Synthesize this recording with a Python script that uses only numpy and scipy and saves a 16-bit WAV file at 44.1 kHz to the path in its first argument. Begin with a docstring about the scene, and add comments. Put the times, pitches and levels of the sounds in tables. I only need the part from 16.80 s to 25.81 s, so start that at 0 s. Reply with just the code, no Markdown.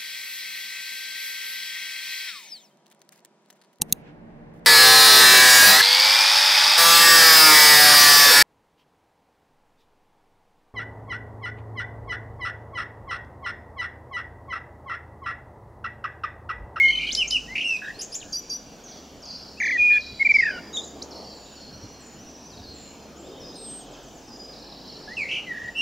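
"""A blackbird sings from a branch close by: fluty whistles, warbles and buzzes from the two sides of its syrinx,
then a thin chirp with fainter repeats. Each note is a swept sine with weak overtones and a breath of hiss;
branches scatter it. Small birds answer from deeper in the wood with sliding tones, mostly heard as echo.
Beneath lie a soft outdoor hush and breeze of coloured noise, a faint far drone and a few low bumps."""
import sys
import numpy as np
from scipy import signal
from scipy.fft import rfft, irfft
from scipy.io import wavfile
from scipy.ndimage import uniform_filter1d, map_coordinates

SR = 44100
rng = np.random.default_rng(int(sys.argv[2]) if len(sys.argv) > 2 else 0)


def persist_wave(psi):
    """Save psi, clipped to +-1, as 16-bit WAV."""
    counts = np.round(np.clip(psi, -1, 1) * 32767).astype(np.int16)
    wavfile.write(sys.argv[1], SR, np.atleast_2d(counts).T)


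N = 397341
TIME = np.arange(N) / SR

# reverberation of the far wood: f/Hz, time to fall 60 dB/s
FAR_DECAY = [(3000, 1.7), (5000, 1.62), (8000, 0.46)]


def gain_of(db):
    """Decibels to gain."""
    return 10 ** (np.asarray(db) / 20)


def evened(x):
    """Scales to rms 1."""
    return x / np.sqrt(np.mean(x ** 2) + 1e-20)


def read(points, hz):
    """Reads a table on a log-frequency axis."""
    f, value = np.transpose(points)
    return np.interp(np.log(hz + 1), np.log(f + 1), value)


def add(mix, s, sound):
    """Adds a sound to the mix at time s, cutting whatever falls outside it."""
    start = round(s * SR)
    sound = sound[max(-start, 0):]
    part = mix[max(start, 0):][:len(sound)]
    part += sound[:len(part)]


def coloured(x, colour):
    """Filters by a table of dB over frequency."""
    n = x.shape[-1]
    hz = np.fft.rfftfreq(n, 1 / SR)
    return irfft(rfft(x) * gain_of(read(colour, hz)), n)


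def wander(n, rate):
    """Smooth chance of rms near 1, changing about rate times a second."""
    points = rng.standard_normal(256)
    return map_coordinates(points, [np.arange(n) * rate / SR], order=3, mode="mirror")


def flutter(size):
    """Random swing of rms 1, smoothed twice over size samples."""
    smooth = uniform_filter1d(rng.standard_normal(N), size=size)
    return evened(uniform_filter1d(smooth, size=size))


def clock(length):
    """Time within a note, in seconds and as a share of its length."""
    t = np.arange(0, max(length, .003), 1 / SR)
    return t, t / t[-1]


def dome(u):
    """1 at both ends of a note, 0 in its middle."""
    return (2 * u - 1) ** 2


def bow(u, from_hz, middle_hz, to_hz):
    """A smooth pitch arc through the start, middle and end of a note."""
    straight = from_hz + (to_hz - from_hz) * u
    return straight + (middle_hz - (from_hz + to_hz) / 2) * (1 - dome(u))


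def fade(t, edge):
    """Opens and shuts a note within edge seconds."""
    return np.sin(np.pi / 2 * np.clip(np.minimum(t, t[-1] - t) / edge, 0, 1)) ** 2


def ramps(t, attack, release):
    """Straight-line attack and release, in seconds."""
    return np.clip(t / attack, 0, 1) * np.clip((t[-1] - t) / release, 0, 1)


def syrinx(t, hz, db, overtone_db, third_db=-6, fourth_db=-24, waver=0.0064, edge=0.002):
    """A nearly pure tone: the throat lets only weak overtones out."""
    throat_top_hz = 12300  # overtones die out above this
    hz = hz * (1 + waver * wander(len(t), 300.5))
    phase = 2 * np.pi * np.cumsum(hz) / SR
    overtones = 0
    for k, level in enumerate([0, third_db, fourth_db], 2):
        passed = (k * hz < SR / 2) / (1 + (k * hz / throat_top_hz) ** 20)
        overtones = overtones + gain_of(level) * np.sin(k * phase) * passed
    tone = np.sin(phase) + gain_of(overtone_db) * overtones
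    return np.sqrt(2) * gain_of(db) * tone * fade(t, min(edge, t[-1] / 4))


def scatter(x, decay, onset, likeness=0.99):
    """Countless small echoes that swell and die, nearly alike in both channels."""
    taps = rng.standard_normal((3, SR)) * (rng.random((3, SR)) < 3000 / SR)
    taps = np.sqrt(likeness) * taps[0] + np.sqrt(1 - likeness) * taps[1:]
    hz, t, z = signal.stft(taps * (1 - np.exp(-TIME[:SR] / onset)), SR, nperseg=256)
    dying = gain_of(-60 * t / read(decay, hz)[:, None])
    tail = signal.istft(z * dying, SR, nperseg=256)[1]
    return signal.fftconvolve(x[None], tail / np.linalg.norm(tail[0]), axes=1)[:, :N]


def echo(x, delay, db):
    """One reflection."""
    return gain_of(db) * np.interp(TIME - delay, TIME, x, left=0)


def air(colour, patchy_db):
    """Stereo noise of rms 1 with drifting patches in time and frequency."""
    # left-right likeness of the air noise: f/Hz, correlation
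    alike = [(50, 0.82), (300, 0.99), (800, 0.89), (2000, 0.69), (5000, 1), (9000, 0.089), (14000, 0.3)]
    frames, hz = N // 512 + 5, np.fft.rfftfreq(2048, 1 / SR)
    a, b, c, d, patches = rng.standard_normal((frames, len(hz), 5)).T
    patches = uniform_filter1d(patches, size=12, axis=0)
    patches = evened(uniform_filter1d(patches, size=10, axis=1))
    same = np.clip(read(alike, hz), -1, 1)[:, None]
    left = a + 1j * b
    right = same * left + np.sqrt(1 - same ** 2) * (c + 1j * d)
    z = np.array([left, right]) * gain_of(read(colour, hz)[:, None] + patchy_db * patches)
    return evened(signal.istft(z, nperseg=2048, noverlap=1536)[1][:, :N])


def outdoors():
    """Coloured noises: a hush, a low breeze that swells in gusts and the blur of very distant birdsong."""
    # spectra of the hush, the breeze and the distant birds: f/Hz, relative level/dB
    hush_colour = [(15, -35.5), (25, 6.5), (55, -7), (107, -3), (281, 3), (349, -22.5), (703, -6),
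                   (1110, -11), (1660, -13.5), (2060, -17), (3090, -13), (3930, -18.5), (5580, -15),
                   (9550, -31.5), (15500, -29.5)]
    breeze_colour = [(60, -30.5), (150, -7), (270, -0.5), (450, -1), (750, -6.5), (1200, -17.5),
                     (2500, -45)]
    chorus_colour = [(2000, -23.5), (3300, -20), (4500, 5), (6000, 0), (7200, 5), (8500, -30.5),
                     (12000, -31.5)]
    # gusts: t/s, half width/s, rise/dB
    gusts = [(3.85, 0.23, 5.5), (4.35, 0.2, 10), (6.65, 0.54, 5), (8.302, 1, 3.5)]
    hush_db, breeze_db, chorus_db = -49, -50, -60.5
    gusts_db = sum(db * np.exp(-((TIME - s) / width) ** 2) for s, width, db in gusts)
    breeze = gain_of(breeze_db + gusts_db) * air(breeze_colour, patchy_db=2.0)
    hush = gain_of(hush_db) * air(hush_colour, patchy_db=2.5)
    chorus = gain_of(chorus_db) * air(chorus_colour, patchy_db=6.5)
    return hush + breeze + chorus


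def rumble():
    """The wavering drone, a sine with its third harmonic, and dull bumps of low noise."""
    # a far drone holds one pitch after another: from t/s, f/Hz, level/dB
    drone = [(0, 53, -50), (.8, 46, -62), (2.152, 73, -58), (3.002, 71.4, -55.5), (4.6, 70, -60.5),
             (5.8, 70.5, -58.5), (6.75, 44, -59.5), (7.3, 55, -59.5)]
    # soft low bumps: t/s, length/s, peak level/dB
    bumps = [(2.977, 0.065, -45.5), (3.297, 0.07, -43.5), (4.872, 0.15, -48), (5.018, 0.061, -38),
             (5.64, 0.39, -48), (8.32, 0.12, -49), (8.776, 0.15, -48.5)]
    # spectrum of the bumps: f/Hz, relative level/dB
    bump_colour = [(20, -44), (40, -27), (60, -14), (100, -13.5), (150, -20), (300, -25.5), (900, -68)]
    s, hz, db = np.transpose(drone)
    step = np.searchsorted(s[1:], TIME)
    hz, db = uniform_filter1d(np.array([hz[step], db[step]]), size=4000)  # soften the steps
    phase = 2 * np.pi * np.cumsum(hz * (1 + .012 * wander(N, 5.6))) / SR
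    level = gain_of(db + 1.5 * wander(N, 5.2))
    low = np.sqrt(2) * level * (np.sin(phase) + gain_of(-6) * np.sin(3 * phase))
    swell = np.zeros(N)
    for start, length, level_db in bumps:
        add(swell, start, gain_of(level_db) * np.hanning(round(length * SR)))
    return low + swell * evened(coloured(rng.standard_normal(N), bump_colour))


def slur(length, from_hz, to_hz, settle, db, waver=0.0058):
    """A small bird's stroke slides quickly and settles on its last pitch."""
    t, u = clock(length)
    detune = 1 + 0.00418 * rng.standard_normal()
    hz = (to_hz + (from_hz - to_hz) * np.exp(-t / settle)) * detune
    return syrinx(t, hz, db, overtone_db=-38.5, waver=waver, edge=0.0022)


def far_series(count=8):
    """A far bird's even series of count down-sweeps, each returned by three crisp echoes and a long tail."""
    # crisp echoes: delay/s, level/dB
    crisp_echoes = [(0.0481, 0.5), (0.0663, -3), (.122, -8)]
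    start_s, spacing_s, sweep_s = 7.704, .0926, .04
    top_hz, end_hz = 5720, 3800
    sweep_db, dome_db = -49.5, 2  # level ahead of the flutter
    song, (t, u) = np.zeros(N), clock(sweep_s)
    for k in range(count):
        level = sweep_db - dome_db * dome(u) + 3 * wander(len(t), 200)
        sweep = syrinx(t, top_hz * (end_hz / top_hz) ** u, level, overtone_db=-37)
        add(song, start_s + k * spacing_s, sweep)
    crisp = song + sum(echo(song, delay, db) for delay, db in crisp_echoes)
    crisp = crisp * gain_of(2.4 * flutter(400) - 2)
    return crisp + gain_of(-1.5) * scatter(song, FAR_DECAY, onset=0.0046)


def far_birds():
    """Tumbles, sliding strokes and held whistles; the way through the leaves makes them flutter."""
    # levels in these tables stand ahead of the echoes and the flutter
    # steep sliding strokes, most of them falling: t/s, length/s, from f/Hz, to f/Hz, level/dB
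    tumbles = [(2.037, 0.083, 7000, 5890, -48.5), (2.075, 0.062, 6030, 3350, -54),
               (2.109, .016, 6350, 3920, -48.5), (2.419, 0.065, 6800, 4550, -48.5),
               (2.452, 0.066, 6900, 4710, -44.5), (2.53, .03, 5620, 4190, -49.5),
               (2.552, 0.017, 4870, 5620, -50), (2.62, 0.018, 5000, 5580, -56),
               (2.482, 0.03, 6740, 3930, -48.5), (2.795, 0.061, 7000, 6020, -45.5),
               (2.826, 0.051, 4530, 3320, -49), (2.849, 0.026, 6600, 3940, -48),
               (3.169, 0.084, 6300, 4110, -50.5), (3.203, 0.051, 6420, 3866, -45),
               (3.505, 0.018, 6640, 4940, -53), (3.53, 0.089, 6620, 4855, -43.5),
               (4.307, 0.024, 6450, 3900, -45.5), (4.342, 0.0204, 6220, 3960, -47),
               (4.439, 0.048, 6200, 4550, -47), (4.5, 0.033, 5200, 3950, -57),
               (4.817, 0.038, 5580, 4250, -54), (4.655, 0.026, 3190, 3960, -55.5),
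               (4.663, 0.028, 3180, 2690, -70)]
    # sliding strokes, single or evenly repeated, some of the repeats being echoes:
    # t/s, number of strokes, spacing/s, from f/Hz, to f/Hz, level/dB
    slides = [(2.56, 1, 0.12, 5560, 4860, -56), (4.927, 2, 0.092, 5400, 6110, -54),
              (5.388, 4, 0.08, 5420, 6310, -54), (5.7, 2, 0.052, 5400, 3200, -55.5),
              (5.939, 4, 0.041, 7650, 6620, -56), (6.363, 1, .1, 6420, 7850, -56),
              (6.43, 2, 0.11, 3030, 3930, -59), (6.721, 2, 0.036, 3510, 4580, -56.5),
              (6.85, 3, 0.14, 3890, 2620, -59), (6.87, 5, 0.12, 8050, 5260, -58.5),]
    # whistles that drop onto a held pitch: t/s, length/s, held f/Hz, level/dB
    held = [(3.266, 0.18, 4590, -55.5), (3.421, .14, 4690, -57), (4.549, 0.24, 6890, -60),
            (4.754, 0.13, 4264, -53.5), (4.9, 0.29, 4265, -61.5), (5.205, 0.16, 6980, -57.5),
            (5.836, 0.1, 4174, -50), (6.603, 0.12, 5050, -50), (7.475, 0.2, 4944, -53.5)]
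    tumble_settle_s = 0.008
    stroke_s, stroke_settle_s = 0.051, .033
    drop_ratio, drop_settle_s = 1.22, 0.011
    song = np.zeros(N)
    for s, length, from_hz, to_hz, db in tumbles:
        add(song, s, slur(length, from_hz, to_hz, tumble_settle_s, db, waver=.022))
    smear = scatter(song, [(3000, .07), (8000, .06)], onset=.001)[0]
    song = gain_of(-2.5) * song + gain_of(-4.5) * smear
    for s, strokes, spacing, from_hz, to_hz, db in slides:
        for k in range(round(strokes)):
            stroke = slur(stroke_s, from_hz, to_hz, stroke_settle_s, db, waver=0.0077)
            add(song, s + k * spacing, stroke)
    for s, length, hz, db in held:
        add(song, s, slur(length, drop_ratio * hz, hz, drop_settle_s, db))
    return song * gain_of(2 * flutter(200) - .5)


def thin_whistle():
    """A thin, very high slur from a nearer tree slides onto its pitch, swells and fades."""
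    length_s, settle_s, fade_s = 0.32, 0.033, .09
    from_hz, to_hz = 8630, 8255
    peak_db, dome_db = -39.5, 15
    t, u = clock(length_s)
    tone = slur(length_s, from_hz, to_hz, settle_s, peak_db - dome_db * dome(u), waver=0.0028)
    return tone * np.clip((t[-1] - t) / fade_s, 0, 1)


def overtone(db):
    """The louder the note, the purer it is: its overtone drops 1.1 dB for each dB above -24."""
    return np.clip(-33 - 1.1 * (db + 24), -43, -19)


def shaken(t, hz, db, swing, rate, overtone_db):
    """A tremor of the syrinx shakes pitch and level; the wider it swings, the more ragged it gets."""
    rough = min(swing / 180, 1)  # fully ragged from a swing of 180 Hz
    uneven_rate = rate * (1 + 0.415 * rough * wander(len(t), rate))
    shake = np.sin(2 * np.pi * np.cumsum(uneven_rate) / SR)
    hz = hz + swing * (shake + .75 * rough * wander(len(t), 300))
    level = db + 0.7 * shake + 5.54 * rough * wander(len(t), 195.5)
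    return syrinx(t, hz, level, overtone_db, third_db=-16.5, fourth_db=-28.5, edge=0.0072)


def sharp_notes():
    """Click-like falling flicks and hoarse, shaken squeaks that climb and level off."""
    # flicks: t/s, level at the start/dB
    flicks = [(0.349, -16.5), (.507, -20.5), (0.905, -39), (0.966, -38)]
    # squeaks: t/s, level/dB
    scratches = [(1.187, -35.5), (1.318, -35.5)]
    # two upstrokes and a ragged top: t after the start/s, length/s, from f/Hz, to f/Hz, level/dB, swing/Hz
    scratch_parts = [(0, 0.0208, 4550, 5600, -2, 70), (0.019, .017, 4190, 7080, 0.5, 90),
                     (0.027, .025, 6670, 6620, -1.5, 300)]
    flick_s, top_hz, end_hz = 0.00665, 6240, 3200
    song = np.zeros(N)
    for s, db in flicks:
        t, u = clock(flick_s)
        add(song, s, syrinx(t, top_hz + (end_hz - top_hz) * u, db - 6 * u, overtone_db=-21.5))
    for s, db in scratches:
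        for after, length, from_hz, to_hz, part_db, swing in scratch_parts:
            t, u = clock(length)
            hz = from_hz + (to_hz - from_hz) * u
            add(song, s + after, shaken(t, hz, db + part_db, swing, rate=400, overtone_db=-13.5))
    return song


def thin_chirp():
    """A thin chirp that creeps up, grows louder and snaps down, then fainter echo-like repeats."""
    # the chirp and its repeats: t/s, length/s, level at the end/dB
    chirps = [(3.927, 0.045, -33), (3.979, 0.022, -36), (3.993, 0.018, -42), (4.027, 0.024, -39),
              (4.048, 0.034, -43), (4.094, .02, -48)]
    # pitch of a chirp: share of its length, f/Hz
    chirp_pitch = [(0, 6440), (.8, 7300), (1, 5800)]
    growth_db = 13.5
    song = np.zeros(N)
    for s, length, db in chirps:
        t, u = clock(length)
        hz = np.interp(u, *np.transpose(chirp_pitch))
        add(song, s, syrinx(t, hz, db + growth_db * (u - 1), overtone_db=-21))
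    return song


def tsips():
    """Both sides of the syrinx sound at once: a near-steady low voice under one that dips and climbs back."""
    # calls: t/s, level of the low voice/dB
    calls = [(1.528, -29.5), (1.699, -31.5)]
    # pitch of the upper voice: t after the start/s, f/Hz
    upper = [(-.007, 7100), (.005, 5510), (0.034, 5800), (0.074, 5904)]
    low_hz, low_s, low_bow, upper_db = 4700, 0.0435, 0.02, -4.5
    song, (after, hz) = np.zeros(N), np.transpose(upper)
    for s, db in calls:
        t, u = clock(low_s)
        add(song, s, syrinx(t, low_hz * (1 + low_bow * dome(u)), db, overtone_db=-30))
        t, u = clock(after[-1] - after[0])
        upper_hz = np.interp(t + after[0], after, hz)
        add(song, s + after[0], syrinx(t, upper_hz, db + upper_db, overtone_db=-17.5, edge=0.0073))
    return song


def grates():
    """The tremor is so wide and quick that each burst spreads into a rasp."""
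    # bursts: t/s, length/s, f/Hz, level/dB
    bursts = [(0.752, 0.026, 2444, -26), (0.776, 0.0282, 2570, -27), (0.805, 0.0344, 2743, -27),
              (8.485, 0.028, 2513, -33), (8.508, 0.03, 2820, -29.5), (8.531, 0.0273, 2830, -31),
              (8.553, 0.029, 2850, -32.5), (8.576, 0.026, 2787, -34.5)]
    # the pitch leaps and sinks: share of the burst, offset/Hz
    arch = [(0, -200), (.3, 171), (1, -170)]
    swing_hz, rate, jitter = 255, 190, 0.16  # rate in shakes per s
    throb_db, fade_db = -1.5, 5.5
    song = np.zeros(N)
    for s, length, hz, db in bursts:
        t, u = clock(length)
        shake = np.sin(2 * np.pi * np.cumsum(rate * (1 + jitter * wander(len(t), rate))) / SR)
        pitch = hz + np.interp(u, *np.transpose(arch)) + swing_hz * shake
        level = db + throb_db * shake - fade_db * (u - .5)
        add(song, s, syrinx(t, pitch, level, overtone_db=-25.5, third_db=-27, edge=0.0048))
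    return song


def climb():
    """The opening buzz ends in pulses that run together as the shaking pitch shoots up."""
    start_s, length_s, pulses_per_s = .304, .031, 160
    low_hz, top_hz, peak_db = 3150, 7530, -28
    song, (t, u) = np.zeros(N), clock(length_s)
    cycle = t * pulses_per_s % 1
    hz = (low_hz + (top_hz - low_hz) * u ** 1.7) * (1 - 0.039 * np.sin(2 * np.pi * cycle))
    add(song, start_s, syrinx(t, hz, peak_db - 14 * (1 - u) * dome(cycle), overtone_db=-27))
    return song


def buzzes():
    """Notes on a straight glide, shaken by a tremor: slow is a vibrato, fast is a buzz."""
    # t/s, length/s, start f/Hz, end f/Hz, level/dB, swing/Hz, shakes per s
    notes = [ (0.045, 0.1, 4180, 4370, -47, 170, 170), (0.15, .15, 4180, 4150, -47.5, 330, 380),
             (0.102, 0.02, 2203, 2170, -26, 60, 170), (.125, 0.053, 2310, 2350, -42, 157, 145),
             (0.183, 0.124, 2375, 2360, -33, 116, 140), (0.195, 0.068, 2920, 2940, -34.5, 132, 110),
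             (0.267, 0.024, 3130, 3090, -28.5, 101, 120), (0.288, .015, 2880, 3020, -26, 80, 120),
             (0.471, 0.02, 5080, 7520, -34, 170, 155), (0.968, 0.035, 2560, 2553, -37, 49.6, 100),
             (1.014, 0.077, 1720, 1610, -37.5, 99, 110), (1.065, 0.052, 1656, 1838, -36, 98, 93),
             (1.4, 0.037, 4280, 2630, -45.5, 250, 148), (3.102, 0.051, 1800, 1732, -35, 61.3, 110),
             (3.151, 0.034, 1763, 1707, -32, 60, 130), (3.609, 0.114, 2600, 2440, -37, 93, 36),
             (3.71, 0.09, 3070, 2780, -48, 71, 49), (3.714, 0.082, 1530, 1413, -38, 45, 53),
             (8.274, 0.076, 1630, 2104, -41, 25, 64), (8.439, 0.059, 2106, 2127, -38, 99.5, 120),
             (8.502, 0.09, 2290, 2343, -37, 109, 240), (8.594, 0.091, 2880, 2920, -47.5, 138, 150),
             (8.728, 0.17, 1784, 1853, -38.5, 82, 45)]
    song = np.zeros(N)
    for s, length, from_hz, to_hz, db, swing, rate in notes:
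        t, u = clock(length)
        hz = from_hz + (to_hz - from_hz) * u
        add(song, s, shaken(t, hz, db, swing, rate, overtone_db=-25.5))
    return song


def warble():
    """One unbroken note on a sawtooth pitch: each tooth leaps up and slides down, slower than the last."""
    start_s, length_s = 2.801, .124
    low_hz, high_hz = 1704, 2434
    first_tooth_s, slowing, leap = .022, .887, 0.2  # leap: share of a tooth spent rising
    peak_db, dip_db = -22, 4  # loudest midway between low and high
    song, (t, u) = np.zeros(N), clock(length_s)
    tooth = np.interp((t / first_tooth_s) ** slowing % 1, [0, leap, 1], [0, 1, 0])
    hz = low_hz * (high_hz / low_hz) ** tooth
    add(song, start_s, syrinx(t, hz, peak_db - dip_db * dome(tooth), overtone(peak_db)))
    return song


def stutter():
    """A run chopped into short pulses; each swells, and its pitch droops at the end."""
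    # t/s, length/s, f at the start/Hz, rough level/dB
    pulses = [(3.447, 0.03, 2356, -16.5), (3.489, 0.034, 2364, -15), (3.538, 0.035, 2322, -15),
              (3.583, 0.03, 2182, -16.5), (3.623, 0.021, 1907, -19.5), (3.65, 0.025, 1834, -22),
              (3.673, 0.022, 1760, -24), (3.697, 0.017, 1656, -28)]
    droop, droop_bend, swell_db, dome_db = 0.12, 3.6, 4, 3
    song = np.zeros(N)
    for s, length, hz, db in pulses:
        t, u = clock(length)
        level = db + swell_db * (u - .5) - dome_db * (dome(u) - .5)
        drooping_hz = hz * (1 - droop * u ** droop_bend)
        add(song, s, syrinx(t, drooping_hz, level, overtone_db=-34.5, third_db=-6.5, edge=0.0043))
    return song


def throbs():
    """The upper voice over the opening whistle swells and chokes in a slow flutter, growing as it goes."""
    start_s, length_s, throbs_per_s = .0255, .167, 42
    top_hz, swing_hz = 3046, 44.6
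    peak_db, dip_db = -23.5, 18.5
    song, (t, u) = np.zeros(N), clock(length_s)
    choke = dome(t * throbs_per_s % 1)
    hz = top_hz + swing_hz * (wander(len(t), 202) - choke)
    level = peak_db - dip_db * choke - 6 * (1 - u) ** 3 + 0.77 * wander(len(t), 130)
    add(song, start_s, syrinx(t, hz, level, overtone_db=-23.5, third_db=-19.0))
    return song


def glides():
    """The other side of the syrinx joins a slur a little off pitch, and the two beat unevenly."""
    # t/s, length/s, start f/Hz, middle f/Hz, end f/Hz, level/dB, attack/s, second side joins after/s, beats per s
    notes = [(0.366, 0.069, 2996, 3017, 2466, -23, 0.028, .034, 134),
             (0.51, 0.067, 2990, 2974, 2454, -23, 0.019, 0.029, 98),
             (.838, 0.13, 2740, 2674, 2467, -27, 0.0051, 0, 88),
             (8.367, 0.078, 2793, 2360, 2100, -30, 0.004, 0.021, 101),
             (8.947, .11, 2647, 2770, 2880, -26.5, 0.041, 0, 190)]
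    twin_db, overtone_db = -4, -20
    entry_s, release_s, beat_wander = 0.0045, 0.0047, 0.21
    song = np.zeros(N)
    for s, length, from_hz, middle_hz, to_hz, db, attack, joins, beats in notes:
        t, u = clock(length)
        hz = bow(u, from_hz, middle_hz, to_hz)
        joined = np.clip((t - joins) / entry_s, 0, 1)
        twin_hz = hz + joined * beats * (1 + beat_wander * wander(len(t), 61))
        first = syrinx(t, hz, db, overtone_db, third_db=-13.5)
        twin = joined * syrinx(t, twin_hz, db + twin_db, overtone(db))
        add(song, s, (first + twin) * ramps(t, attack, release_s))
    return song


def whistles():
    """Fluty notes on a pitch arc, sagging in level, with faint higher partials and mixture tones over some."""
    # t/s, length/s, start f/Hz, middle f/Hz, end f/Hz, level ahead of the sag/dB, attack/s
    notes = [ (-.01, 0.12, 2170, 2143, 2152, -12.5, 0.016), (0.353, 0.043, 4630, 5090, 5160, -30.5, 0.021),
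             (0.425, 0.04, 2475, 2362, 2310, -31.5, .004), (0.499, .046, 4750, 5070, 5170, -33, 0.019),
             (0.672, 0.069, 1816, 2053, 2080, -32.5, 0.035), (0.866, .04, 6450, 6020, 5700, -45, .012),
             (.93, .04, 6300, 6000, 5940, -50.5, .008), (1.04, .027, 3560, 3760, 3800, -43.5, .012),
             (1.135, 0.038, 3860, 4250, 4450, -50, .012), (2.766, 0.035, 2450, 2650, 2870, -45, 0.015),
             (2.922, 0.051, 1980, 1990, 1810, -20.5, 0.0045), (2.972, .215, 2452, 2436, 2448, -11.5, .055),
             (3.106, .08, 3470, 3430, 3370, -44, 0.013), (3.111, 0.069, 4220, 4200, 4150, -49, .02),
             (3.393, 0.039, 2140, 2186, 2085, -16.5, 0.023),
             (3.927, 0.0436, 3660, 3830, 3650, -28.5, 0.036), (3.969, 0.031, 3204, 3740, 3430, -30, 0.0029),
             (4.003, 0.022, 3500, 3750, 4000, -39.5, 0.0017), (4.035, 0.012, 3830, 3940, 3940, -41, 0.0037),
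             (4.217, .014, 3920, 4600, 8000, -31.5, 0.0063), (8.658, 0.068, 2067, 2006, 1800, -27.5, 0.07)]
    sag_db_per_s, release_s = 30.5, 0.0035  # a note sags as the air runs out
    drift, drift_db, drift_per_s = 0.0059, 2, 45.2  # no note is held quite steady
    song = np.zeros(N)
    for s, length, from_hz, middle_hz, to_hz, db, attack in notes:
        t, u = clock(length)
        unsteady = min(gain_of(.6 * (-24 - db)), 1.3)  # loud notes are steadier
        hz = bow(u, from_hz, middle_hz, to_hz)
        hz = hz * (1 + unsteady * drift * wander(len(t), drift_per_s))
        level = db - sag_db_per_s * t + unsteady * drift_db * wander(len(t), drift_per_s)
        tone = syrinx(t, hz, level, overtone(db))
        add(song, s, tone * ramps(t, attack, release_s))
    return song


def throat(song, spill):
    """The two voices mix into sum and difference tones, and the air that drives them hisses."""
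    # spectrum of the air hiss: f/Hz, relative level/dB
    rasp_colour = [(1000, -38), (2000, -4), (3000, 6.5), (4300, -1), (6000, -0.5), (8500, -21.5),
                   (10500, -11.5), (13000, -37)]
    mixing_colour = [(800, -59.0), (1600, 1), (3000, 14.0), (4250, -6), (5000, -2), (7000, -23.0)]  # f/Hz, dB
    mixing = gain_of(-19) * song ** 2 + gain_of(-16) * song ** 3
    flow = np.sqrt(abs(uniform_filter1d(spill ** 2, size=200)))
    hiss = flow * evened(coloured(rng.standard_normal(N), rasp_colour))
    return song + coloured(mixing, mixing_colour) + hiss


def blackbird():
    """All the notes pass the throat; rough and sharp ones spill more air."""
    clean = whistles() + glides() + throbs() + stutter() + warble() + tsips() + thin_chirp()
    rough = buzzes() + climb() + grates()
    voices = np.array([clean, rough, sharp_notes()])
    spill = gain_of([-35.5, -21.5, -16]) @ voices  # air hiss under each kind, dB re the tone
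    return throat(voices.sum(0), spill)


def scene():
    """The near bird is almost dry; the far ones are mostly echo."""
    # head turned away: t/s, echo gain/dB
    aside = [(0, 1.5), (.9, 5.5), (3.1, -3.5), (4.1, 1), (8.3, 7.5)]
    # what leaves throw back: f/Hz, gain/dB
    leaf_scatter = [(1500, -5.5), (2300, -5.5), (3000, -2), (5000, -4), (7000, 6), (12000, -0.5)]
    # echoes from nearby branches, later echoes, and echoes from the edge of the wood: delay/s, level/dB
    branch_echoes = [(.0031, -28.5), (.0068, -23), (.0105, -24), (.0143, -25.5), (0.021, -21), (.028, -25)]
    trunk_echoes = [(0.035, -27.5), (0.097, -29.5), (.2, -55.5)]
    far_echoes = [(.048, -3.5), (.068, -11), (.12, -13)]
    # reverberation of the wood round the near bird: f/Hz, time to fall 60 dB/s
    wood_decay = [(1500, 1), (3000, 0.53), (5000, 0.98), (8000, 0.92), (12000, 0.18)]
    near, far = blackbird(), far_birds()
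    # leaves throw back short waves best, and more of them when the beak points aside
    thrown = coloured(near * gain_of(np.interp(TIME, *np.transpose(aside))), leaf_scatter)
    add(near, 6.755, thin_whistle())  # stays dry
    branches = sum(echo(thrown, delay, db) for delay, db in branch_echoes)
    trunks = sum(echo(thrown, delay, db) for delay, db in trunk_echoes)
    crown = gain_of(-8.5) * scatter(thrown, [(1500, 0.18), (8000, 0.17)], onset=0.00065, likeness=0.78)
    wood = gain_of(-21) * scatter(thrown, wood_decay, onset=0.055, likeness=0.95)
    blurred = scatter(far, [(3000, .09), (8000, .07)], onset=.002, likeness=1)[0]
    distant = gain_of(1.5) * (far + sum(echo(blurred, delay, db) for delay, db in far_echoes))
    distant = distant + scatter(far, FAR_DECAY, onset=0.0048)
    return near + branches + trunks + crown + wood + distant + far_series() + outdoors() + rumble()


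def record(dry):
    """A slight lean to the right, then a steep low-pass at the band limit."""
    edge_hz = 15800
    leaning = dry * gain_of([[-.12], [.12]])
    low_pass = signal.firwin(511, edge_hz, window=("kaiser", 9), fs=SR)
    return signal.oaconvolve(leaning, low_pass[None], "same")


dry = scene()
out = record(dry)
persist_wave(out)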